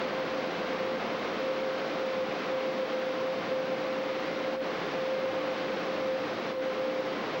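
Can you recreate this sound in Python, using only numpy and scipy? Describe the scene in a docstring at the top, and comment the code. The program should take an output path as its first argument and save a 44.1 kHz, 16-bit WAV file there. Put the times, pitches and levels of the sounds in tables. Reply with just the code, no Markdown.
"""Dryer blowers in a car wash bay

Air roars from the nozzles over a waiting pickup truck: shaped noise, plus ringing duct and bay resonances.
The nine-bladed impellers sing one note, a drifting sine that swells and fades in the hard-walled bay.
An old tape camcorder hears it through its gain control and adds hiss and a thin line-scan whistle."""
import sys
import numpy as np
from scipy import signal
from scipy.fft import rfft, irfft, next_fast_len
from scipy.io import wavfile
from scipy.ndimage import map_coordinates

SR = 44100
rng = np.random.default_rng(int(sys.argv[2]) if len(sys.argv) > 2 else 0)


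def store_wav(level_fs):
    """Save 16-bit WAV to argv[1]."""
    pcm = np.round(np.clip(np.atleast_2d(level_fs), -1, 1) * 32767)
    wavfile.write(sys.argv[1], SR, pcm.T.astype(np.int16))


N = 326340  # length in samples


def amp(db):
    """Turn decibels into gain."""
    return 10 ** (np.asarray(db) / 20)


def unit(x):
    """Scale a signal to rms 1."""
    return x / np.sqrt(np.mean(x ** 2) + 1e-20)


def clock():
    """Give the time of every sample in seconds."""
    return np.arange(N) / SR


def curve(rows):
    """Join (time, value) rows by straight lines."""
    return np.interp(clock(), *np.transpose(rows))


def dipping(rows):
    """Hold a gain of one, with flat-bottomed dips at (time, half width, depth in dB) rows."""
    t = clock()
    dips_db = sum(depth_db * np.exp(-((t - middle) / half_width) ** 4)
                  for middle, half_width, depth_db in rows)
    return amp(dips_db)


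def wobble(rate):
    """Draw a smooth random curve of rms 1 through `rate` random knots a second."""
    knots = rng.standard_normal(2048)
    return unit(map_coordinates(knots, [clock() * rate], mode="wrap"))


def sine(phase):
    """Make a sine of rms 1 from its phase in radians."""
    return np.sqrt(2) * np.sin(phase)


def scattered(phase, rate):
    """A tone of rms 1 that has come by many shifting paths: its strength and phase wander."""
    return unit(wobble(rate) * np.cos(phase) + wobble(rate) * np.sin(phase))


def filtered(x, response):
    """Multiply the spectrum of x by a response of frequency in Hz."""
    padded = next_fast_len(N + SR // 2)
    hz = np.fft.rfftfreq(padded, 1 / SR)
    return irfft(rfft(x, padded) * response(hz), padded)[:N]


def noise(colour):
    """Shape white noise to a (frequency, level) spectrum and scale it to rms 1."""
    f, db = np.transpose(colour)
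    white = rng.standard_normal(N)
    return unit(filtered(white, lambda hz: amp(np.interp(np.log(hz + 1), np.log(f), db))))


# Swells of the blade note between its fades, ahead of the gain control: [t/s, level/dB]
NOTE_SWELLS = [(0, -37.5), (1.5, -29.5), (3.3, -28.5), (4.5, -34), (5.15, -27.5), (5.8, -35.5),
               (6.15, -27.5), (7.4, -34.5)]
# Fades of the blade note, which then returns: [t/s, half width/s, depth/dB]
NOTE_FADES = [(.62, 0.16, -12), (1.05, 0.049, -16), (1.26, 0.11, -12), (1.87, .11, -14), (2.39, 0.11, -15),
              (2.91, 0.096, -6.5), (3.46, .05, -15), (4.85, 0.1, -12.5), (5.59, .07, -6), (6.39, 0.17, -12),
              (7.24, 0.098, -14)]
# Hum of the unbalanced shafts, ahead of the gain control: [t/s, level/dB]
SHAFT_HUM = [(0, -65), (1.3, -67), (3.5, -77), (5.4, -66), (7.4, -66)]
# Impeller overtones, ahead of the gain control: [multiple of the shaft speed, level/dB]
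SHAFT_ORDERS = [(1, -75), (2, -63), (3, -56), (4, -52.5), (6, -54.5), (7, -52.5), (18, -53), (27, -57),
                (36, -55.5), (45, -63), (54, -62), (72, -69.5)]
BLADES = 9
PITCH_HZ, WANDER_HZ, WANDER_PER_S = 523.1, 1.297, 4  # blade-pass pitch and its slow drift
FLUTTER_DB, FLUTTER_PER_S = 1.5, 16  # turbulence shakes the note's level
SECOND_HZ, SECOND_DB = 512, -46.5  # a slightly slower blower beats with the first
SMEAR_DB, SMEAR_PER_S = -45.5, 30  # the part of the note that the walls scatter


def impellers():
    """Blades chop the air once per pass, so the note and its shaft orders share one drifting phase."""
    pitch_hz = PITCH_HZ + WANDER_HZ * wobble(WANDER_PER_S)
    shaft_phase = 2 * np.pi * np.cumsum(pitch_hz / BLADES) / SR
    blade_phase = BLADES * shaft_phase

    level_db = curve(NOTE_SWELLS) + FLUTTER_DB * wobble(FLUTTER_PER_S)
    note = amp(level_db) * dipping(NOTE_FADES) * sine(blade_phase)
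    second = amp(SECOND_DB) * scattered(2 * np.pi * SECOND_HZ * clock(), rate=3)
    smear = amp(SMEAR_DB) * scattered(blade_phase, SMEAR_PER_S)
    hum = amp(curve(SHAFT_HUM)) * sine(shaft_phase)
    overtones = sum(amp(db) * scattered(order * shaft_phase, rate=7) for order, db in SHAFT_ORDERS)
    return note + second + smear + hum + overtones


# Spectrum of the roar in the housings, relative: [f/Hz, level/dB]
ROAR_SPECTRUM = [(20, -27), (50, -30), (100, -21.5), (135, -11), (175, -5.5), (310, 1), (390, -1.5),
                 (500, 2), (620, -3.5), (780, -3.5), (1000, -19), (2000, -33.5), (5000, -72)]
# Resonances of ducts and bay, before the common trim: [f/Hz, width/Hz, level/dB]
RESONANCES = [(149.7, 6, -59.5), (204.7, 12, -52), (268, 12, -60), (295.3, 14, -46.5), (440.6, 30, -51.5),
              (545.4, 12, -46.5), (648.4, 8, -54), (1087, 160, -57)]
ROAR_DB, RINGS_TRIM_DB = -35.5, -0.46  # ahead of the air drift and the gain control


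def ducts():
    """Turbulence roars in the housings and rings their resonances; a wider one wavers faster."""
    roar = amp(ROAR_DB) * noise(ROAR_SPECTRUM)
    rings = sum(amp(db) * scattered(2 * np.pi * hz * clock(), rate=width)
                for hz, width, db in RESONANCES)
    return roar + amp(RINGS_TRIM_DB) * rings


# Spectrum of the nozzle rush, relative: [f/Hz, level/dB]
JET_SPECTRUM = [(100, -45), (400, -1.5), (800, -1.5), (1100, 1.5), (1550, -2), (1800, -3.5), (2150, -3.5),
                (2900, -8), (3700, -10.5), (5000, -16), (5800, -21), (7000, -32.5), (8200, -48),
                (11000, -69.5)]
JETS_DB = -36  # ahead of the air drift and the gain control


def jets():
    """Air rushes from the nozzles as broad noise and flutters slightly in level over the truck."""
    flutter_db = 0.28 * wobble(24)
    return amp(JETS_DB + flutter_db) * noise(JET_SPECTRUM)


# Slow drift of the air flow: [t/s, level/dB]
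AIR_DRIFT = [(0, .6), (1.3, 0.5), (3.5, -0.34), (4.4, -0.1), (5.8, .5), (6.4, -0.4), (7.4, -0.3)]
# Brief dips in the rush of air: [t/s, half width/s, depth/dB]
AIR_DIPS = [(4.587, 0.027, -8.5), (6.57, 0.045, -7.5)]


def moving_air():
    """Duct roar and nozzle rush share one air flow, so they drift and dip together."""
    return amp(curve(AIR_DRIFT)) * dipping(AIR_DIPS) * (ducts() + jets())


def scene():
    """Sum the blowers inside the bay; the note carries on through the dips of the air."""
    return (impellers() + moving_air())[None]


def gain_control(x, knee_db, slope, window_s):
    """Whatever swells above the knee turns the whole sound down, by `slope` dB per dB over."""
    keep = np.exp(-1 / (window_s * SR))
    power = signal.lfilter([1 - keep], [1, -keep], x ** 2)  # running mean power
    over_db = np.maximum(10 * np.log10(power + 1e-12) - knee_db, 0)
    return x * amp(-slope * over_db)


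# Spectrum of the tape hiss, relative: [f/Hz, level/dB]
HISS_SPECTRUM = [(20, -3), (8000, 2.2), (11000, -0.5), (15500, -1)]
# Two close line-scan whistles that beat: [f/Hz, level/dB]
SCAN_WHISTLES = [(15733.4, -69.5), (15748.4, -76.5)]


def tape():
    """Tape hiss is steady shaped noise; the line scan whistles as two close sines that beat."""
    hiss = amp(-74) * noise(HISS_SPECTRUM)
    whistle = sum(amp(db) * sine(2 * np.pi * hz * clock()) for hz, db in SCAN_WHISTLES)
    return hiss + whistle


TOP_HZ = 15900  # nothing passes from here up


def record(dry):
    """The gain control ducks the air along with each swell of the note; then tape noise and band limit."""
    ducked = gain_control(dry[0], knee_db=-35, slope=0.44, window_s=0.019)
    return filtered(ducked + tape(), lambda hz: hz < TOP_HZ)[None]


dry = scene()
out = record(dry)
store_wav(out)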